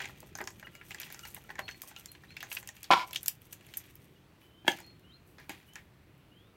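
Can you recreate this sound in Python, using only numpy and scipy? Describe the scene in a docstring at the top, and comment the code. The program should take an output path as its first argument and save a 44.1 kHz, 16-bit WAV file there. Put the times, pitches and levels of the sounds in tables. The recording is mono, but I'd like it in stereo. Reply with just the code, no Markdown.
"""Seed poured into a hanging feeder

Seed falls from a bowl into a plastic tray: each impact ticks and excites the tray's damped modes,
while stray grains patter on the table below. The bowl scrapes the tray as it leaves, and the swinging
feeder later knocks and rasps. A walled yard adds a short echo, far birds and low traffic rumble."""
import sys
import numpy as np
from scipy import signal
from scipy.fft import rfft, irfft
from scipy.io import wavfile
from scipy.ndimage import uniform_filter1d

SR = 44100
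rng = np.random.default_rng(int(sys.argv[2]) if len(sys.argv) > 2 else 0)


def int16_out(signal):
    """Quantize to a 16-bit WAV file."""
    q = np.round(np.clip(np.atleast_2d(signal).T, -1, 1) * 32767)
    wavfile.write(sys.argv[1], SR, q.astype(np.int16))


N = 289296
SIZE = 4096  # samples in one impact
HZ = np.fft.rfftfreq(SIZE, 1 / SR)

# tray resonances: (frequency [Hz], bandwidth [Hz], gain [dB])
TRAY_MODES = [(392, 24, -2), (864, 280, -6), (1050, 52, -7.5), (1700, 59, -10.5), (1870, 52, -11.5),
              (2500, 77, -22)]
# contact spectrum: (frequency [Hz], gain [dB])
TICK_SPECTRUM = [(500, -15), (1500, -6), (4000, -10.5), (7000, -5), (9500, -13.5), (12000, -9),
                 (16000, -13)]
# whole seeds landing: (time [s], tick peak [dB], ring level [dB], ring centre [Hz])
SEED_IMPACTS = [(.0034, -35, -38, 1700), (0.026, -44, -48, 2200), (0.0449, -49, -45, 2000),
                (0.0551, -37, -39.5, 2260), (0.094, -50, -50.5, 1580), (0.229, -44.5, -52.5, 620),
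                (0.3527, -25, -44.5, 1710), (0.3864, -35, -42, 1600), (0.4047, -62, -39.5, 1890),
                (0.4132, -37, -39, 1700), (.44, -35, -58, 1910), (0.474, -23, -42, 1720),
                (0.5047, -34.5, -60, 2170), (0.597, -37, -51.5, 2350), (0.6278, -49, -47, 1700),
                (0.6688, -69, -45.5, 1920), (0.7517, -38.5, -47.5, 2300), (0.813, -66, -48.5, 1890),
                (0.907, -30, -40.5, 2160), (0.9156, -52, -45, 2680), (0.946, -33.5, -44, 1670),
                (1.006, -38, -47, 2250), (1.016, -33, -48.5, 2080), (1.0314, -39, -43.5, 2800),
                (1.1017, -37, -45, 2230), (1.145, -35, -47, 2200), (1.192, -33, -56, 1480),
                (1.252, -44, -39.5, 2500), (1.365, -62, -49.5, 1880), (1.3754, -62, -54, 820),
                (1.492, -61, -44, 1760), (1.503, -58, -42.5, 1710), (1.521, -74, -67, 885),
                (1.555, -42.5, -48, 1720), (1.5828, -58, -48, 1880), (1.59, -43, -35, 1860),
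                (1.5895, -58, -37.5, 730), (1.6805, -53, -40, 2620), (1.6888, -35.5, -39, 1870),
                (1.711, -37.5, -51, 2740), (1.744, -47, -55.5, 2190), (1.835, -47, -53, 796),
                (1.9127, -49, -52.5, 1590), (1.9629, -38, -46, 2960), (2.058, -29, -55.5, 2280),
                (2.15, -65, -54.5, 2300), (2.236, -80, -50, 1870), (2.305, -50, -53, 2330),
                (2.3668, -35, -41.5, 2500), (2.428, -28, -40.5, 1700), (2.5155, -38, -39, 2560),
                (2.568, -52, -35, 2550), (2.628, -38.5, -51.5, 1770), (2.6892, -29, -47, 1780),
                (2.842, -47, -41.5, 2970), (3.109, -34, -60, 650), (3.147, -26, -39, 3280),
                (3.159, -22.5, -30.5, 3230), (3.171, -28.5, -66, 2660), (3.609, -49, -59, 2500),
                (3.688, -47, -52.5, 2190), (3.738, -31.5, -48, 2920), (4.7175, -28, -59, 920),
                (4.787, -35.5, -48, 2070), (4.8024, -34, -55, 880)]
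# hard chips landing: (time [s], tick peak [dB], ring level [dB])
CHIP_IMPACTS = [(0.2037, -36.5, -66), (.375, -40, -55), (1.0002, -23.5, -42), (1.1244, -27.5, -45),
                (1.303, -41, -59), (1.346, -30, -54), (1.439, -48, -60.5), (1.5928, -32, -52),
                (1.8185, -23.5, -54.5), (1.883, -43, -69), (2.1172, -36, -62), (2.4052, -39, -45),
                (2.5275, -24.5, -47), (2.5502, -27.5, -46), (2.674, -30, -45.5), (2.766, -39, -56),
                (2.831, -25, -55), (3.078, -53, -69), (3.1307, -27.5, -42), (3.209, -42, -59),
                (3.231, -25.5, -49), (3.26, -19, -44), (3.2814, -11, -41), (3.418, -42, -66),
                (3.468, -51, -68), (3.526, -30.5, -54), (3.5298, -29.5, -53), (3.666, -46, -59),
                (3.729, -52, -67), (3.771, -20, -62), (3.775, -24.5, -72), (3.84, -43, -69),
                (3.9546, -38.5, -74.5), (4.766, -51, -62), (4.865, -47.5, -71), (4.995, -53, -76.5),
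                (5.735, -41, -78), (6.178, -57, -75.5)]
# the tray rasping on its rod: (time [s], tick peak [dB], ring level [dB], ring centre [Hz])
ROD_RASPS = [(5.3832, -63, -46, 2140), (5.4943, -26.5, -40, 2210), (5.7556, -35, -46, 1940)]
def tray_impacts():
    """Impact excitation: a contact radiates a tick and rings the tray modes favoured by the spot struck."""
    out, tick_colour = np.zeros((2, N)), minimum_phase(TICK_SPECTRUM)
    tray_hz = np.transpose(TRAY_MODES)[0]

    def strike(s, tick_db, ring_db, ring_hz=2800, *, t60, tick_hz):
        t60 *= np.exp(0.25 * rng.uniform(-0.8, 1))  # damping varies with the spot
        bright = tick_colour * (0.42 + resonance(tick_hz, 0.5 * tick_hz)) * highpass(0.34 * tick_hz)
        tick = burst(0.008, bright, 0.0022) + 0.11 * burst(0.3 * t60, bright, 0.003)
        add(out, s - 0.0004, stereo(gain_of(tick_db) * tick, rng.normal(0, 2.3), rng.uniform(-4.5, 0)))
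        shares = np.exp(-(np.log(tray_hz / ring_hz) / 0.87) ** 2) * rng.uniform(0.12, 1, len(tray_hz))
        wall = modal(TRAY_MODES, shares) + resonance(ring_hz, 0.26 * ring_hz, -4)
        wall *= lowpass(7.3 * ring_hz) ** 2  # a soft contact barely drives the high modes
        contact = burst(0.024, wall, 0.0021)
        bounces = 0.39 * np.sqrt(t60 / 0.075) * burst(t60, wall, 0.0031)
        ring = contact + bounces
        ring /= np.sqrt(np.mean(ring[:441] ** 2))  # unit rms over the first 10 ms
        add(out, s - 0.0008, stereo(gain_of(ring_db) * ring, 0, rng.uniform(-8, -0.076)))

    for seed in SEED_IMPACTS:
        strike(*seed, t60=0.075, tick_hz=6470)
    for chip in CHIP_IMPACTS:
        strike(*chip, t60=0.11, tick_hz=11620)
    for rasp in ROD_RASPS:
        strike(*rasp, t60=0.2, tick_hz=6470)
    return out


# the pour: (time [s], tray patter level [dB], fine grain level [dB])
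POUR_FLOW = [(0, -36.5, -68), (.12, -60, -69), (.55, -66, -68.5), (.88, -64.5, -66.5), (1.02, -49.5, -55),
             (1.08, -53, -64), (1.2, -61, -57), (1.37, -63.5, -67), (1.6, -66, -71.5), (1.92, -61, -62),
             (2.0, -60.5, -62), (2.14, -70, -69), (2.4, -60.5, -76), (2.47, -54, -65), (2.531, -69, -50),
             (2.6, -63, -62.5), (3.3, -66, -64.5), (3.449, -77.5, -68), (3.62, -64, -68), (3.8, -61.5, -67),
             (3.9, -61, -59), (3.92, -72.5, -67), (4.049, -73, -70.5), (4.361, -79.5, -103)]
# fine grains on the table: (frequency [Hz], gain [dB])
GRAIN_SPECTRUM = [(1470, -22.5), (2500, -14.5), (4650, -18.5), (7190, -8), (9510, -15.5), (12200, -10.5),
                  (16000, -19)]
# jolts of the swinging tray: (time [s], patter level [dB], rustle level [dB])
TRAY_JOLTS = [(4.412, -65.5, -65), (4.674, -42, -54), (5.276, -77.5, -63.5), (5.4, -59.5, -66.5),
              (5.501, -49, -58.5), (5.568, -66, -65), (5.668, -77, -65), (5.759, -62.5, -64.5)]
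# shifting seed: (frequency [Hz], bandwidth [Hz], gain [dB])
RUSTLE_BANDS = [(2500, 2000, -10.5), (6250, 1300, -7.5), (8590, 800, -1), (10700, 1800, 2.5),
                (12270, 900, 0), (14500, 2500, -10.5)]
def seed_flow():
    """Granular noise: many small collisions merge into patter as seed pours, or shifts after a jolt."""
    t = np.arange(N) / SR
    flow_s, *levels = np.transpose(POUR_FLOW)
    pour_db, grain_db = (np.interp(t, flow_s, db, right=-120) for db in levels)
    spurts = signal.oaconvolve(rng.standard_normal(N), np.hanning(round(0.06 * SR)), "same")
    grain_db += 5.5 * unit_rms(spurts)
    jolt_s, patter_db, rustle_db = np.transpose(TRAY_JOLTS)
    tray_db = np.maximum(pour_db, settling(t, jolt_s, patter_db, fall_db_per_s=113.5, floor_db=-86.5))
    shift_db = settling(t, jolt_s, rustle_db, fall_db_per_s=121, floor_db=-81.5)
    tray = modal(TRAY_MODES) + resonance(2400, 1500, 11)
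    return (patter(tray_db, tray, per_s=980, spread_db=3.5, t60=0.012, lag=3.9)
            + patter(grain_db, minimum_phase(GRAIN_SPECTRUM), per_s=1600, spread_db=4.2, t60=0.005, lag=6.08)
            + patter(shift_db, modal(RUSTLE_BANDS), per_s=2500, spread_db=3, t60=0.011, lag=3.8))


# bowl resonances: (frequency [Hz], bandwidth [Hz], gain [dB])
BOWL_MODES = [(183, 120, -22), (367, 63, -5), (820, 52, 4), (1007, 50, 16), (1104, 60, 11), (1350, 100, 9),
              (1720, 120, -4.5), (2230, 160, 6.5), (2980, 460, -2.5), (3840, 210, -11.5), (5300, 540, -16),
              (7300, 1200, -26.5)]
# seed shaken against the bowl: (time [s], level [dB])
SLIDE_LEVELS = [(2.91, -20), (2.942, -24.5), (2.952, -34.5), (2.98, -34), (3.02, -36), (3.045, -46.5),
                (3.065, -66), (3.12, -53.5)]
def seed_slide():
    """Random excitation: light seed sliding on the bowl drives its middle modes most."""
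    level_db = np.interp(np.arange(N) / SR, *np.transpose(SLIDE_LEVELS), left=-120, right=-120)
    wall = (modal(BOWL_MODES) + resonance(2973, 2500, -7.5)) * highpass(2200) * lowpass(5000) ** 2
    return patter(level_db, wall, per_s=1700, spread_db=0.47, t60=0.0033, lag=1.1)


# clumps landing: (time [s], peak [dB], treble lift [dB])
CLUMP_BLOWS = [(.006, -46, -35), (.402, -36, -25), (.412, -41.5, -41)]
def seed_clumps():
    """Soft impact: a long contact carries little treble, so the tray thuds."""
    return blows(CLUMP_BLOWS, TRAY_MODES, t60=0.053, push=0.23, corner_hz=290,
                 pan_db=1, lag=1.8, rattle=0.26)


# bowl catching on the tray: (time [s], peak [dB], treble lift [dB], favoured frequency [Hz])
SCRAPE_BLOWS = [(2.9055, -7.5, -19.5, 812), (2.9115, -7.5, -24.5, 838), (2.916, -14.5, 0, 1370),
                (2.921, -12.5, 2, 2300), (2.9295, -13, -3.5, 987), (2.9345, -6, 4.5, 1200),
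                (2.9405, -16, -1.5, 1040), (2.978, -22.5, -8.5, 1200)]
def bowl_scrape():
    """Repeated impact: a scrape is a quick run of blows, each favouring different bowl modes."""
    return blows(SCRAPE_BLOWS, BOWL_MODES, t60=0.0077, push=0.34, corner_hz=1500,
                 pan_db=-1.3, lag=-2.9, rattle=0.17)


# feeder resonances: (frequency [Hz], bandwidth [Hz], gain [dB])
FEEDER_MODES = [(334.3, 63, -4), (817, 60, -3), (900, 82, 0), (1712, 66, 8.5), (2117, 220, 0.5),
                (2914, 360, 1), (3200, 110, 4.5), (4700, 400, -10.5), (6930, 2000, -3), (8300, 603, -4.5),
                (11500, 3200, -13.5)]
# the swinging feeder knocking: (time [s], peak [dB], treble lift [dB])
FEEDER_BLOWS = [(4.649, -39, -40), (4.669, -32, -44), (4.6795, -9, 0), (4.681, -2, -0.5),
                (4.6828, -3.5, -12), (5.495, -35.5, -42), (5.505, -34.5, -52)]
def feeder_knocks():
    """Impulse response: a very brief contact leaves the feeder's modes to decay freely."""
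    return blows(FEEDER_BLOWS, FEEDER_MODES, t60=0.00032, push=0.45, corner_hz=450,
                 pan_db=1, lag=-2.3, rattle=0.097)


# held whistles: (time [s], length [s], pitch [Hz], level [dB], scoop depth [fraction of pitch])
HELD_CALLS = [(1.6, 0.17, 4313, -55.5, 0.025), (2.082, 0.035, 4250, -49.5, 0.034),
              (2.281, 0.055, 4280, -56.5, 0.13), (4.819, 0.13, 4280, -57.5, .02),
              (5.115, 0.06, 4280, -56.5, 0.19)]
# rising whistles: (time [s], length [s], start pitch [Hz], end pitch [Hz], level [dB], level change [dB])
RISING_CALLS = [(4.398, 0.3, 2980, 3170, -69, -4), (5.034, 0.088, 2860, 3200, -65.5, 1.5),
                (5.677, 0.0864, 2980, 3150, -66, 2), (6.307, 0.24, 2870, 4120, -67.5, -25)]
# pips: (time [s], length [s], low partial [relative dB], high partial [relative dB])
PIP_CALLS = [(0.643, 0.021, -61, -57.5), (0.72, 0.1, -71, -67.5), (0.783, 0.058, -69, -86),
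             (1.173, 0.049, -63.5, -78), (1.23, 0.021, -56, -54.5), (1.443, 0.012, -64.5, -70),
             (1.96, 0.027, -62, -59.5), (4.157, 0.017, -84, -71)]
def birds():
    """Nearly pure tones: far whistles scoop up to pitch, and short pips sum two partials."""
    out, scoop_s = np.zeros((2, N)), 0.016
    for s, length, pitch, db, scoop in HELD_CALLS:
        t = np.arange(0, length, 1 / SR)
        shape_db = -12 * np.exp(-t / 0.013) - 33 * (t / length) ** 11  # quick rise, late fade
        add(out, s, whistle(pitch * (1 - scoop * np.exp(-t / scoop_s)), db + shape_db, waver=0.0055))
    for s, length, from_hz, to_hz, db, change_db in RISING_CALLS:
        t = np.arange(0, length, 1 / SR)
        hz = from_hz + (to_hz - from_hz) * (t / length) ** 1.2
        hz *= 1 - 0.035 * np.exp(-t / scoop_s)
        add(out, s, whistle(hz, db + change_db * (t / length) ** 3.1, waver=0.011))
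    for s, length, low_db, high_db in PIP_CALLS:
        turn = 2 * np.pi * np.arange(0, length, 1 / SR)
        pip = gain_of(low_db) * np.sin(1376 * turn) + gain_of(high_db) * np.sin(2880 * turn)
        pip *= 2 * signal.windows.tukey(len(turn), 0.5)
        add(out, s, np.array([pip, pip]))
    return out


# reverberation of the yard: (frequency [Hz], 60 dB decay time [s])
ECHO_DECAY = [(200, 0.38), (800, 0.24), (2000, 0.068), (5000, 0.12), (12000, 0.11)]
def wall_echo(x, stretch):
    """Reverberation: sparse reflections die at each band's own rate; stretch scales the decay times."""
    taps = np.zeros((2, SR // 2))
    arrivals = np.arange(200, SR // 2 - 20, 20) + rng.integers(0, 20, (2, (SR // 2 - 201) // 20))
    np.put_along_axis(taps, arrivals, rng.choice([-1., 1.], arrivals.shape), 1)
    taps[1] = 0.086 * taps[0] + 1.65 * taps[1]
    hz, t, spectra = signal.stft(taps, SR, nperseg=256)
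    t60 = stretch * curve(ECHO_DECAY, hz)[:, None]
    tail = signal.istft(spectra * gain_of(-60 * t / t60), SR, nperseg=256)[1]
    return signal.fftconvolve(x, tail / np.linalg.norm(tail[0]), axes=1)[:, :N]


# traffic and air: (frequency [Hz], relative spectral density [dB])
YARD_SPECTRUM = [(25, -22.5), (60, 0), (154, 1), (260, -10.5), (310, -4.5), (457, -13.5), (746, -20.5),
                 (2820, -23.5), (4990, -33), (9000, -39.5), (12500, -40), (15800, -36)]
# passing traffic: (time [s], rumble lift [dB])
TRAFFIC_SWELL = [(0, 1.5), (2, -3.5), (6.56, -3.5)]
# likeness of left and right: (frequency [Hz], coherence [0-1])
YARD_COHERENCE = [(30, 1), (80, 0.52), (180, 0.38), (400, 0.29), (3000, 0.12), (8000, 0.23)]
def traffic():
    """Diffuse noise: rumble and air drift in level, most alike in both channels at long wavelengths."""
    frames, hz = N // 256 + 5, np.fft.rfftfreq(1024, 1 / SR)[:, None]
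    left_re, left_im, apart_re, apart_im, patches = rng.standard_normal((frames, 513, 5)).T
    drift_db = 1.3 * unit_rms(uniform_filter1d(uniform_filter1d(patches, 12, 0), 30, 1))
    swell_db = np.interp(np.arange(frames) * 256 / SR, *np.transpose(TRAFFIC_SWELL))
    rumble_db = swell_db / (1 + (hz / 450) ** 4)
    coherence, left = curve(YARD_COHERENCE, hz), left_re + 1j * left_im
    delay = np.exp(-2j * np.pi * hz * 4 / SR)  # the street reaches the right side later
    right = coherence * left * delay + np.sqrt(1 - coherence ** 2) * (apart_re + 1j * apart_im)
    spectra = np.array([gain_of(1) * left, right])
    spectra *= gain_of(curve(YARD_SPECTRUM, hz) + drift_db + rumble_db)
    return gain_of(-57.5) * unit_rms(signal.istft(spectra, nperseg=1024, noverlap=768)[1][:, :N])


def blows(rows, modes, t60, push, corner_hz, pan_db, lag, rattle):
    """Contact hardness sets the treble of each blow; loose parts buzz on after it."""
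    out, mode_hz = np.zeros((2, N)), np.transpose(modes)[0]
    for s, peak_db, lift_db, *spot_hz in rows:
        shares = 1 + sum(5.1 * np.exp(-(np.log(mode_hz / hz) / 0.15) ** 2) for hz in spot_hz)
        hardness = (1 + (gain_of(lift_db / 2) - 1) * highpass(corner_hz)) ** 2
        plastic = lowpass(7000) ** 2 * highpass(140)  # dull, with little bass
        colour = modal(modes, shares) * hardness * plastic
        hit = burst(t60, colour, 0.2 * t60, push) + rattle * burst(0.16, colour, 0.004)
        add(out, s - 0.0005, stereo(gain_of(peak_db) * hit, pan_db, lag))
    return out


def patter(level_db, colour, per_s, spread_db, t60, lag):
    """Shot noise: seeds of uneven size land at random times on six spots."""
    out = np.zeros((2, N))
    sizes = gain_of(spread_db * np.minimum(rng.exponential(1, N), 4))
    impacts = sizes * (rng.random(N) < per_s / SR)
    spot = rng.integers(0, 6, N)
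    for k in range(6):
        grain = stereo(burst(t60, colour, 0.00057), 0, lag * (k - 3.5))
        out += signal.oaconvolve((impacts * (spot == k))[None], np.roll(grain, 32, 1), axes=1)[:, :N]
    return gain_of(level_db) * unit_rms(out)


def settling(t, jolt_s, peak_db, fall_db_per_s, floor_db):
    """Exponential decay: the level in dB rises fast to each jolt, then falls linearly."""
    since = t - jolt_s[:, None]
    level_db = peak_db[:, None] + np.minimum(1000 * since, -fall_db_per_s * since)
    return np.maximum(level_db.max(0), floor_db)


def burst(t60, colour, rise_s, push=0):
    """Source and filter: a dying spray of contacts plus a one-way push, coloured; peak 1."""
    t = np.arange(SIZE) / SR
    force = (push + rng.standard_normal(SIZE)) * gain_of(-60 * t / max(t60, 0.001))
    force *= np.minimum(t / rise_s, 1)
    out = irfft(rfft(force) * colour) * (t < t[-200])
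    return out / abs(out).max()


def whistle(hz, db, waver):
    """Random modulation: a sine wavers slightly in pitch and level."""
    wander = 1 + waver * unit_rms(uniform_filter1d(rng.standard_normal(len(hz)), 300))
    flutter_db = 2.8 * unit_rms(uniform_filter1d(rng.standard_normal(len(hz)), 500))
    envelope = np.sqrt(2) * gain_of(db + flutter_db) * signal.windows.tukey(len(hz), 0.15)
    note = envelope * np.sin(2 * np.pi * np.cumsum(hz * wander) / SR)
    return np.array([note, np.roll(note, 3)])


def modal(modes, shares=1):
    """Modal superposition: damped resonances add; little radiates far below or above them."""
    hz, width, db = np.transpose(modes)[:, :, None]
    each = gain_of(db) * 1j * width * HZ / (hz ** 2 - HZ ** 2 + 1j * width * HZ)
    total = (np.reshape(shares, (-1, 1)) * each).sum(0)
    return total * highpass(0.25 * hz.min()) * lowpass(1.5 * hz.max())


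def resonance(hz, width_hz, db=0):
    """Response of one damped mode."""
    return modal([(hz, width_hz, db)])


def highpass(hz):
    """First-order bass cut."""
    return 1j * HZ / (hz + 1j * HZ)


def lowpass(hz):
    """First-order treble cut."""
    return 1 / (1 + 1j * HZ / hz)


def minimum_phase(points):
    """Causal response: phase follows from the Hilbert transform of the log gain."""
    log_gain = np.log(gain_of(curve(points, HZ)))
    return np.exp(np.conj(signal.hilbert(np.r_[log_gain, log_gain[-2:0:-1]])))[:len(HZ)]


# balance of near sounds: (frequency [Hz], left minus right [dB])
STEREO_TILT = [(100, 2.5), (700, 1), (2500, 1), (5500, -2), (10000, 3.5), (14000, 13)]
def stereo(x, pan_db, lag):
    """Direction cues: two microphones differ in level and by a lag in samples."""
    hz = np.fft.rfftfreq(len(x), 1 / SR)
    half = gain_of((curve(STEREO_TILT, hz) + pan_db) / 2) * np.exp(-1j * np.pi * hz * lag / SR)
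    return irfft(rfft(x) * np.array([half, 1 / half]), len(x))


def gain_of(db):
    """Decibels to amplitude."""
    return 10 ** (np.asarray(db) / 20)


def unit_rms(x):
    """Scales to rms 1."""
    return x / np.sqrt(np.mean(x ** 2) + 1e-20)


def curve(points, hz):
    """Interpolates on a log-frequency axis."""
    f, value = np.transpose(points)
    return np.interp(np.log(hz + 1), np.log(f + 1), value)


def add(mix, s, sound):
    """Mixes a stereo sound in at time s."""
    part = mix[:, max(round(s * SR), 0):][:, :sound.shape[1]]
    part += sound[:, :part.shape[1]]


def scene():
    """Superposition: direct sound, its echoes and the traffic add; far calls linger longest."""
    seed = tray_impacts() + seed_flow() + seed_slide() + seed_clumps()
    hits = bowl_scrape() + feeder_knocks()
    calls = birds()
    near_echo = wall_echo(gain_of(-10.5) * seed + gain_of(-16) * hits, stretch=0.97)
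    far_echo = wall_echo(gain_of(-9) * calls, stretch=2)
    return seed + hits + calls + near_echo + far_echo + traffic()


def record(dry):
    """Band limiting: a small capsule loses deep bass; the top treble steps down, then cuts off."""
    edges_hz, shelf = [0, 15900, 16000, 16800, 17000, SR / 2], gain_of(-20)
    taps = signal.firwin2(1023, edges_hz, [1, 1, shelf, shelf, 0, 0], window=("kaiser", 9), fs=SR)
    thinned = signal.sosfilt(signal.butter(3, 42, "high", fs=SR, output="sos"), dry)
    return signal.oaconvolve(thinned, taps[None], "same")


dry = scene()
out = record(dry)
int16_out(out)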